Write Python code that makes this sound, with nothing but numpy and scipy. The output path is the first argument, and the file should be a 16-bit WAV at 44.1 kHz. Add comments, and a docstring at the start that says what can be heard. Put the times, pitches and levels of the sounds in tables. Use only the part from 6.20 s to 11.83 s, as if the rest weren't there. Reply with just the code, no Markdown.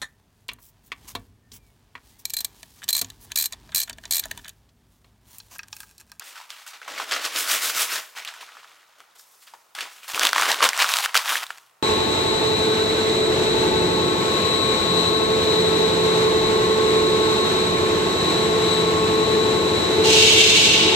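"""A paper map rustles a few steps away on a patio: lifted, rubbed, shaken out, then crumpled up close.
Its folds buckle in thousands of tiny pops and a few loud snaps, its layers slide with a hiss,
its panels flap. The house wall and glass doors answer briefly, over quiet air and a faint hum."""
import sys
import numpy as np
from scipy import signal
from scipy.fft import rfft, irfft, next_fast_len
from scipy.io import wavfile
from scipy.ndimage import uniform_filter1d, minimum_filter1d, map_coordinates

SR = 44100
rng = np.random.default_rng(int(sys.argv[2]) if len(sys.argv) > 2 else 0)


def transcribe(signal):
    """Save signal, clipped to [-1, 1], as a 16-bit WAV file at the path in sys.argv[1]."""
    frames = np.atleast_2d(signal).T
    limited = np.clip(frames, -1, 1)
    pcm = np.round(limited * 32767).astype(np.int16)
    wavfile.write(sys.argv[1], SR, pcm)


N = 248106
CLOSE_FROM_S = 3.875  # from here on the sheet is at arm's length
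# tone of the outdoor air: f/Hz, level/dB
AIR_TONE = [(18, -57.5), (30, -36), (102, -16), (277, -13), (767, -1), (945, 1), (1330, 0.5), (1640, -6.5),
            (1820, -5.5), (3490, -14.5), (4310, -13.5), (15500, -18)]


def open_sheet():
    """The open sheet a few steps away: a dense, even rustle."""
    # tone of the distant folds: f/Hz, level/dB
    tone = [(50, -54), (250, -28), (480, -17), (700, -7.5), (900, -2.5), (1300, 3), (2000, 2.5),
            (3000, 2.5), (5000, -2.5), (7500, -8.5), (10000, -19), (16000, -43)]
    return handling(open_moves(), tone, rate=3000, spread_db=1.0, cycles=1.8, pop_share=0.58,
                    clump_db=1.5, crush_db=-1.5, hiss_db=3.0, flap_db=-1.0, tick_db=-6.0, tick_rate=500)


def crumpled_wad():
    """The wad at arm's length: a spiky crunch."""
    # tone of the close folds: f/Hz, level/dB
    tone = [(50, -72.5), (250, -37.5), (550, -12.5), (800, -5.5), (1050, 0), (1500, -1.5), (2200, -4),
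            (3200, -3.5), (5000, -9), (7500, -14.5), (10000, -20.5), (16000, -51)]
    return handling(wad_moves(), tone, rate=2400, spread_db=3.0, cycles=1.22, pop_share=0.56,
                    clump_db=1.7, crush_db=1.4, hiss_db=3.0, flap_db=0, tick_db=-0.5, tick_rate=210)


def handling(moves, tone, rate, spread_db, cycles, pop_share, clump_db,
             crush_db, hiss_db, flap_db, tick_db, tick_rate):
    """Crushing buckles the folds, slides layer on layer and flexes the wide panels."""
    # paper sliding on paper: f/Hz, level/dB
    hiss_tone = [(100, -65.5), (1000, -37), (3500, -1.5), (6000, 2), (8000, 1.5), (11000, -1),
                 (15500, -2.5)]
    # wide panels flapping: f/Hz, level/dB
    panel_tone = [(30, -53.5), (70, -43.5), (120, -22), (180, -15), (270, -2), (480, 5), (620, 7),
                  (900, -3.5), (1600, -49.5)]
    # loose creases relaxing: f/Hz, level/dB
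    tick_tone = [(100, -61), (500, -15.5), (750, -3), (1300, 0.5), (2200, -5.5), (4000, -16.5), (9000, -36),
                 (16000, -41)]
    crush, hiss, flap = move_levels(moves)
    # one buckling fold sets off its neighbours, so the pops come in clumps
    clumps = unit(amp(clump_db * (wobble(260) + 0.63 * wobble(60))))
    folds = amp(crush_db) * crinkle(tone, pops(rate, spread_db, cycles), pop_share)
    slide = amp(hiss + hiss_db) * crinkle(hiss_tone, pops(rate, spread_db, cycles), 0.19 * pop_share)
    panels = amp(flap + flap_db) * unit(coloured(rng.standard_normal(N), panel_tone))
    # single hollow ticks stand out when the grip is loose and little slides
    loose = np.clip(-(crush + 22) / 20, 0, 1) * np.clip(-hiss / 12, 0, 1)
    ticks = amp(tick_db) * loose * unit(coloured(pops(tick_rate, spread_db=5.5, cycles=2.2), tick_tone))
    return amp(crush) * clumps * (folds + slide + panels + ticks)


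def pops(rate, spread_db, cycles, size=384):
    """Facets buckle at random, rate a second: each rings for a cycle or two at its own pitch."""
    when, pitch, force, sign = rng.random((int(rate * N / SR), 4)).T
    hz = 600 * (16000 / 600) ** pitch
    turns = hz[:, None] * np.arange(size) / SR
    strength = np.sign(sign - .5) * hz * amp(spread_db * np.minimum(-np.log(1 - force), 3))
    rings = strength[:, None] * np.sin(2 * np.pi * turns) * np.exp(-turns / cycles)
    index = (when * N).astype(int)[:, None] + np.arange(size)
    return unit(np.bincount(index.ravel(), rings.ravel(), N)[:N])


def crinkle(tone, grains, pop_share):
    """Pops on a bed of friction noise, in one colour, rms 1."""
    mix = np.sqrt(pop_share) * grains + np.sqrt(1 - pop_share) * rng.standard_normal(N)
    return unit(coloured(hollows(mix, depth_db=1.15), tone))


def hollows(x, depth_db):
    """The folds enclose hollows that keep changing shape, so broad resonances come and go."""
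    bands = signal.stft(x, nperseg=256)[2]
    resonances = uniform_filter1d(rng.standard_normal(bands.shape), size=3, axis=0)
    drift = unit(uniform_filter1d(resonances, size=14, axis=1))
    return signal.istft(bands * amp(depth_db * drift), nperseg=256)[1][:N]


def open_moves():
    """Hands flex, rub and slide the open sheet: gains of crush, hiss re crush and flap re crush."""
    # lifts, turns and shakes: t/s, rise/s, hold/s, crush/dB, hiss/dB re crush, flap/dB re crush
    flexes = [(0.0, 0.001, 0.13, -46, -13, -19.5), (0.141, 0.019, 0.058, -43, -13.5, -36),
              (0.291, .003, 0.13, -47, -9.5, -25), (0.462, 0.0045, .02, -41, -7, -32),
              (0.527, 0.0094, 0.012, -41, -19, -20), (0.613, 0.0054, 0.053, -46, -25, -14.5),
              (0.675, 0.0041, 0.083, -37, -15, -11), (0.759, 0.026, 0.046, -32.5, -14.5, -12.5),
              (0.863, 0.023, 0.028, -34.5, -11.5, -14), (0.907, 0.0066, .016, -21, -21.5, -16.5),
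              (0.937, 0.0095, 0.014, -28, -15, -8.5), (1.005, 0.021, 0.023, -33, -8.5, -20),
              (1.041, .004, 0.019, -29.5, -10.5, -16), (1.149, 0.0063, .005, -28, -19, -11),
              (1.8, 0.023, .01, -44, -15, -20), (1.949, 0.028, 0.013, -34, -13, -21),
              (2.053, 0.027, .005, -36, -18.5, -29), (2.127, .01, 0.037, -47.5, -11.5, -22),
              (2.203, .005, 0.013, -40.5, -12, -18), (2.257, 0.0073, 0.011, -46.5, -19.5, -17),
              (2.346, .015, 0.026, -58.5, -14.5, -5), (2.46, .015, 0.069, -57.5, -12.5, -17),
              (2.78, 0.007, 0.027, -57, -8.5, -5.5), (2.949, .005, .01, -55, -3, -13),
              (3.217, .006, .008, -54, -2, -22), (3.266, 0.0038, 0.024, -51, -8, -28),
              (3.335, .005, 0.012, -60.5, -1, 0), (3.548, .004, 0.023, -36.5, -12.5, -33),
              (3.573, 0.0082, 0.066, -36, -13.5, -15), (3.714, 0.008, 0.011, -49, -2.5, -27),
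              (3.829, .005, 0.056, -47.5, -6, -33)]
    # to-and-fro rubs, about seven a second: middle t/s, crush/dB, hiss/dB re crush
    rubs = [(1.2, -28, -0.5), (1.328, -22.5, -3), (1.464, -24.5, -2), (1.601, -24, -2), (1.743, -27, -6)]
    # the sheet slides over itself with hardly a crease: t/s, rise/s, hold/s, hiss/dB
    slides = [(0.037, .005, 0.057, -49.5), (2.973, 0.021, 0.0066, -51), (3.052, 0.021, 0.16, -61),
              (3.666, .03, 0.27, -58)]
    for start, rise, hold, db, hiss in [(*row[:4], row[4:]) for row in flexes]:
        yield amp(db) * open_stroke(start, rise, hold, fall_s=.03), *amp(hiss)
    for middle, db, hiss in rubs:
        # the hand speeds up and slows down smoothly; the hiss gains on the crush with speed
        speed = np.exp(-((np.arange(N) / SR - middle) / 0.059) ** 2)
        yield amp(db) * speed, amp(hiss) * speed ** 0.43, amp(-18)
    for start, rise, hold, db in slides:
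        yield amp(db - 13) * open_stroke(start, rise, hold, fall_s=0.032), amp(13), amp(-9)


def wad_moves():
    """Hands squeeze the wad and let go: gains of crush, hiss re crush and flap re crush."""
    # squeezes: t/s, rise/s, hold/s, fall/s, crush/dB, hiss/dB re crush, flap/dB re crush
    squeezes = [(3.877, 0.0031, 0.078, 0.017, -37.5, -3, -22), (3.932, 0.011, 0.13, 0.022, -32.5, -8, -8),
                (4.001, 0.016, 0.046, 0.044, -24, -9.5, -14), (4.126, 0.037, .1, .02, -23, -12.5, -18),
                (4.262, 0.027, 0.025, 0.036, -21.5, -11, -14.5), (4.377, .02, .02, .02, -29.5, -22, -12.5),
                (4.411, 0.019, 0.019, 0.029, -17, -12, -15),
                (4.532, 0.017, 0.017, 0.024, -30.5, -10.5, -23), (4.57, 0.036, 0.029, 0.038, -20, -12, -25),
                (4.657, 0.027, 0.172, .006, -28, -5.5, -30.5), (4.853, 0.0045, 0.095, .02, -40.5, -18, -20),
                (4.941, 0.0043, 0.018, 0.038, -22.5, -8, -29),
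                (5.033, 0.058, 0.07, 0.039, -26.5, -6.5, -21),
                (5.22, .012, 0.0072, 0.003, -30, -9.5, -26.5), (5.262, 0.032, 0.06, 0.086, -52.5, -5, -20)]
    for start, rise, hold, fall, db, hiss, flap in squeezes:
        yield amp(db) * stroke(start, rise, hold, fall), amp(hiss), amp(flap)


def stroke(start, rise_s, hold_s, fall_s):
    """Effort of one move of the hands, 0-1: it builds, holds and dies away."""
    t = np.arange(N) / SR - start
    return np.clip(t / rise_s, 0, 1) * np.exp(-np.maximum(t - rise_s - hold_s, 0) / fall_s)


def open_stroke(start, rise_s, hold_s, fall_s):
    """The open sheet comes to rest after a move; its creases go on relaxing, softly and for longer."""
    settling = amp(-13.5) * stroke(start, rise_s, hold_s, fall_s=0.36)
    return np.maximum(stroke(start, rise_s, hold_s, fall_s), settling)


def move_levels(moves):
    """Overlapping moves add in power: crush dB, then hiss and flap in dB re crush."""
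    power = np.full((3, N), 1e-14)
    for crush, hiss, flap in moves:
        power += np.square([crush, crush * hiss, crush * flap])
    crush, hiss, flap = 10 * np.log10(power)
    return crush, hiss - crush, flap - crush


def snaps(cycles, ring_db, crack_db, grit_db, grit_s, flutter_db, size=3072):
    """A fold flips: a sharp crack, a heavily damped ring of its facet, a flutter through the sheet."""
    # folds that snap through: t/s, level/dB, facet f/Hz, crack bite/0.9 dB
    flips = [(0.179, -31.5, 1350, -12), (0.3042, -23, 3830, -2), (0.477, -23, 6977, -15),
             (0.6168, -26.5, 1630, -27), (0.679, -17, 1150, -28), (0.7784, -18, 2200, -12),
             (0.7994, -13, 1195, -17), (0.818, -18.5, 1170, -21), (0.9127, -11, 3160, -9),
             (0.9237, -17.5, 3180, 5), (0.963, -9, 1690, -17), (1.0438, -14.5, 3120, -7),
             (1.0515, -10, 4860, -16), (1.1616, -9, 3596, -6), (1.2928, -13, 4740, -11),
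             (1.8318, -28, 1560, -14), (2.0492, -19.5, 2540, -1), (2.076, -19.5, 3630, -22),
             (2.1394, -28, 1660, -3), (2.2108, -28, 2756, -6), (2.29, -27.5, 1480, -26),
             (2.3518, -32, 1390, -19), (2.369, -28, 1320, -22), (2.3996, -33, 1500, -18),
             (2.4447, -31, 1240, -25), (2.8039, -31.5, 1370, -5), (2.9974, -40, 1480, -8),
             (3.276, -32.5, 2980, -16), (3.337, -26, 994, -15), (3.5512, -26, 3670, 4.5),
             (3.5864, -16.5, 1870, -19), (3.6074, -10.5, 2930, -9), (3.832, -31, 2900, -13.5),
             (3.9188, -15.5, 6200, -3), (3.9465, -11.5, 2740, -5), (3.977, -12, 1250, -14),
             (3.9953, -14.5, 4307, 11), (4.016, -6.5, 1580, -13), (4.0335, -6, 3700, -4),
             (4.052, -2.5, 3530, 5), (4.0698, -2, 3340, -5), (4.0908, -13, 2864, -4),
             (4.1313, -4.5, 1550, -1.5), (4.1614, -4, 1070, -20), (4.1815, -3.5, 2010, -7),
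             (4.1981, -5.5, 1160, -18), (4.2128, -10, 6100, 3), (4.2226, -10, 1016, -6.5),
             (4.29, -17, 1540, -3), (4.3175, -3, 4300, -20), (4.3444, -12.5, 3208, -12.5),
             (4.406, -5.5, 1270, -20), (4.428, -2, 1065, -12), (4.4486, -11, 1580, -8.5),
             (4.4538, -7, 3015, -3), (4.4592, -9.5, 2520, -3), (4.4899, -5.5, 1890, 2.5),
             (4.532, -9.5, 2060, -10), (4.5766, -12.5, 1280, 2), (4.5914, -8, 2010, -1),
             (4.6022, -3.5, 2320, -19), (4.628, -11.5, 2153, -11), (4.6438, -5, 1485, -18),
             (4.653, -11.5, 1335, -16), (4.6907, -8.5, 1600, -1), (4.719, -9.5, 1800, 0),
             (4.7387, -2.5, 3280, 0.5), (4.758, -10, 1529, -5), (4.769, -5.5, 5200, -3.5),
             (4.7872, -9, 5300, 1), (4.849, -7.5, 2920, -9), (4.8594, -5.5, 1624, -6),
             (4.8951, -17.5, 1529, -23.5), (4.945, -11.5, 2200, 4), (4.9537, 5.5, 1475, -3.5),
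             (4.9663, -6.5, 2800, 1), (4.9746, 2.5, 3880, -2), (5.0927, -10.5, 1640, 3),
             (5.1552, -5, 1840, -17), (5.2668, -22, 3870, -9), (5.3049, -9.5, 1500, -35.5),
             (5.3828, -31, 2283, -1.5)]
    rings, cracks = np.zeros((2, N))
    t = np.arange(size) / SR
    for start, db, hz, bite in flips:
        grit, noise = rng.standard_normal((2, size))
        # the facet slackens as it flips, so its pitch sags
        turns = np.cumsum(hz * (0.899 + 0.21 * np.exp(-t * hz / 1.23))) / SR
        ring = (1 - np.exp(-turns / 0.53)) * np.exp(-turns / cycles) * np.sin(2 * np.pi * turns)
        # bending waves run on around the same pitch: long in the open sheet, short in the gripped wad
        flutter_s = 0.0097 if start < CLOSE_FROM_S else 0.003
        waves = unit(signal.lfilter(*signal.iirpeak(min(hz, SR / 3), 2, SR), noise))
        flutter = waves * np.exp(-t / flutter_s)
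        add(rings, start, amp(db + ring_db) * ring + amp(db + flutter_db) * flutter)
        # fibres give way for a millisecond or two after the first break
        crack = amp(crack_db) * np.exp(-t / .00004)
        fibres = amp(grit_db) * np.tanh(grit) * np.exp(-(t / grit_s) ** 2)
        add(cracks, start, amp(db + .9 * bite) * (crack + fibres))
    # EQ: f/Hz, level/dB
    ring_eq = [(40, -51), (150, -38), (400, -4), (800, 0)]
    crack_eq = [(40, -63.5), (200, -39), (600, -4), (1500, 4.5), (4000, 5.5), (8000, 1.0), (15000, -7.5)]
    return coloured(rings, ring_eq) + coloured(cracks, crack_eq)


def bumps(push_s, size=2048):
    """Each soft bump of a hand on the sheet is one low push of air."""
    # hand contacts: t/s, level/dB
    contacts = [(0.685, -64), (3.941, -37), (4.161, -45), (4.578, -53.5), (4.954, -55)]
    track = np.zeros(N)
    age = np.arange(size) / SR / push_s
    for start, db in contacts:
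        add(track, start, amp(db) * age * (1 - age / 2) * np.exp(1 - age))
    return track


def patio(x):
    """Walls and paving scatter the sound into a short reverb."""
    # reverb time: f/Hz, t60/s
    decay = [(200, 0.27), (1000, 0.37), (4000, 0.31), (14000, 0.57)]
    hz, t, bands = signal.stft(rng.standard_normal(SR // 2), SR, nperseg=256)
    tail = signal.istft(bands * amp(-60 * t / along(decay, hz)[:, None]), SR, nperseg=256)[1]
    tail[:SR // 200] = 0  # 5 ms pre-delay
    return signal.fftconvolve(x, tail / np.linalg.norm(tail))[:N]


def side_scatter(x, decay_s):
    """Sound scattered from the sides reaches left and right slightly differently."""
    # EQ of the side signal: f/Hz, level/dB
    width = [(100, -26.5), (500, -17), (1800, -33), (4000, -22.5), (8000, -20), (15000, -20.5)]
    t = np.arange(SR // 10) / SR
    tail = rng.standard_normal(len(t)) * np.exp(-t / decay_s)
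    return coloured(signal.fftconvolve(x, tail / np.linalg.norm(tail))[:N], width)


def air(db):
    """A quiet bed of outdoor air."""
    return amp(db) * unit(coloured(rng.standard_normal(N), AIR_TONE))


def hum():
    """Distant machines hum faintly, each tone fading in and out over 50 ms."""
    # machine tones: start t/s, end t/s, f/Hz, rms level/dB
    tones = [(0, 5.25, 107.5, -94), (5.25, 5.63, 118, -86), (5.25, 6.1, 177, -89.5)]
    t = np.arange(N) / SR
    track = np.zeros(N)
    for start, end, hz, db in tones:
        fade = np.clip(np.minimum(t - start, end - t) * 20, 0, 1)
        track += amp(db) * np.sqrt(2) * np.sin(2 * np.pi * hz * t) * fade
    return track


def amp(db):
    """Decibels to gain."""
    return 10 ** (np.asarray(db) / 20)


def unit(x):
    """Scale to rms 1."""
    return x / np.sqrt(np.mean(x ** 2) + 1e-20)


def along(points, hz):
    """Read (f/Hz, value) points on a log axis."""
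    freqs, values = np.transpose(points)
    return np.interp(np.log(hz + 1), np.log(freqs), values)


def coloured(x, tone):
    """Causal EQ through (f/Hz, level/dB) points, so that attacks stay sharp."""
    size = 2 * next_fast_len(N // 2 + SR // 10)
    cepstrum = irfft(np.log(amp(along(tone, np.fft.rfftfreq(size, 1 / SR)))), size)
    cepstrum[1:size // 2] *= 2
    cepstrum[size // 2 + 1:] = 0
    return irfft(rfft(x, size) * np.exp(rfft(cepstrum)), size)[..., :N]


def wobble(rate):
    """A smooth random curve, rate knots a second."""
    return map_coordinates(rng.standard_normal(int(N * rate / SR) + 4), [np.arange(N) * rate / SR])


def add(track, start, sound):
    """Mix a sound into a track at start seconds."""
    place = track[max(round(start * SR), 0):][:len(sound)]
    place += sound[:len(place)]


def scene():
    """The far sheet is wet, the near wad dry; reflections and air give the width."""
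    paper = open_sheet() + crumpled_wad()
    paper += snaps(cycles=1.4, ring_db=2.0, crack_db=-3, grit_db=-2.0, grit_s=0.0011, flutter_db=-15)
    paper += bumps(push_s=0.00087)
    close = np.arange(N) / SR > CLOSE_FROM_S
    to_walls = paper * np.where(close, amp(-16.5), amp(-9.5))
    mid = paper + patio(to_walls) + air(db=-63.5 + .6 * wobble(4)) + hum()
    to_sides = paper * np.where(close, 1, amp(4.5))
    side = side_scatter(to_sides, decay_s=0.014) + air(db=-67.0) + amp(-9) * patio(to_walls)
    return np.array([mid + side, mid - side])


def record(dry):
    """A limiter briefly ducks the tallest peaks, then a steep low-pass cuts the extreme top."""
    ceiling, top_hz = .9, 15900
    size = next_fast_len(N + SR // 10)
    needed = np.minimum(1, ceiling / (np.abs(dry).max(axis=0) + 1e-9))
    gain = uniform_filter1d(minimum_filter1d(needed, size=129), size=129)
    passband = np.fft.rfftfreq(size, 1 / SR) < top_hz
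    return irfft(rfft(dry * gain, size) * passband, size)[..., :N]


dry = scene()
out = record(dry)
transcribe(out)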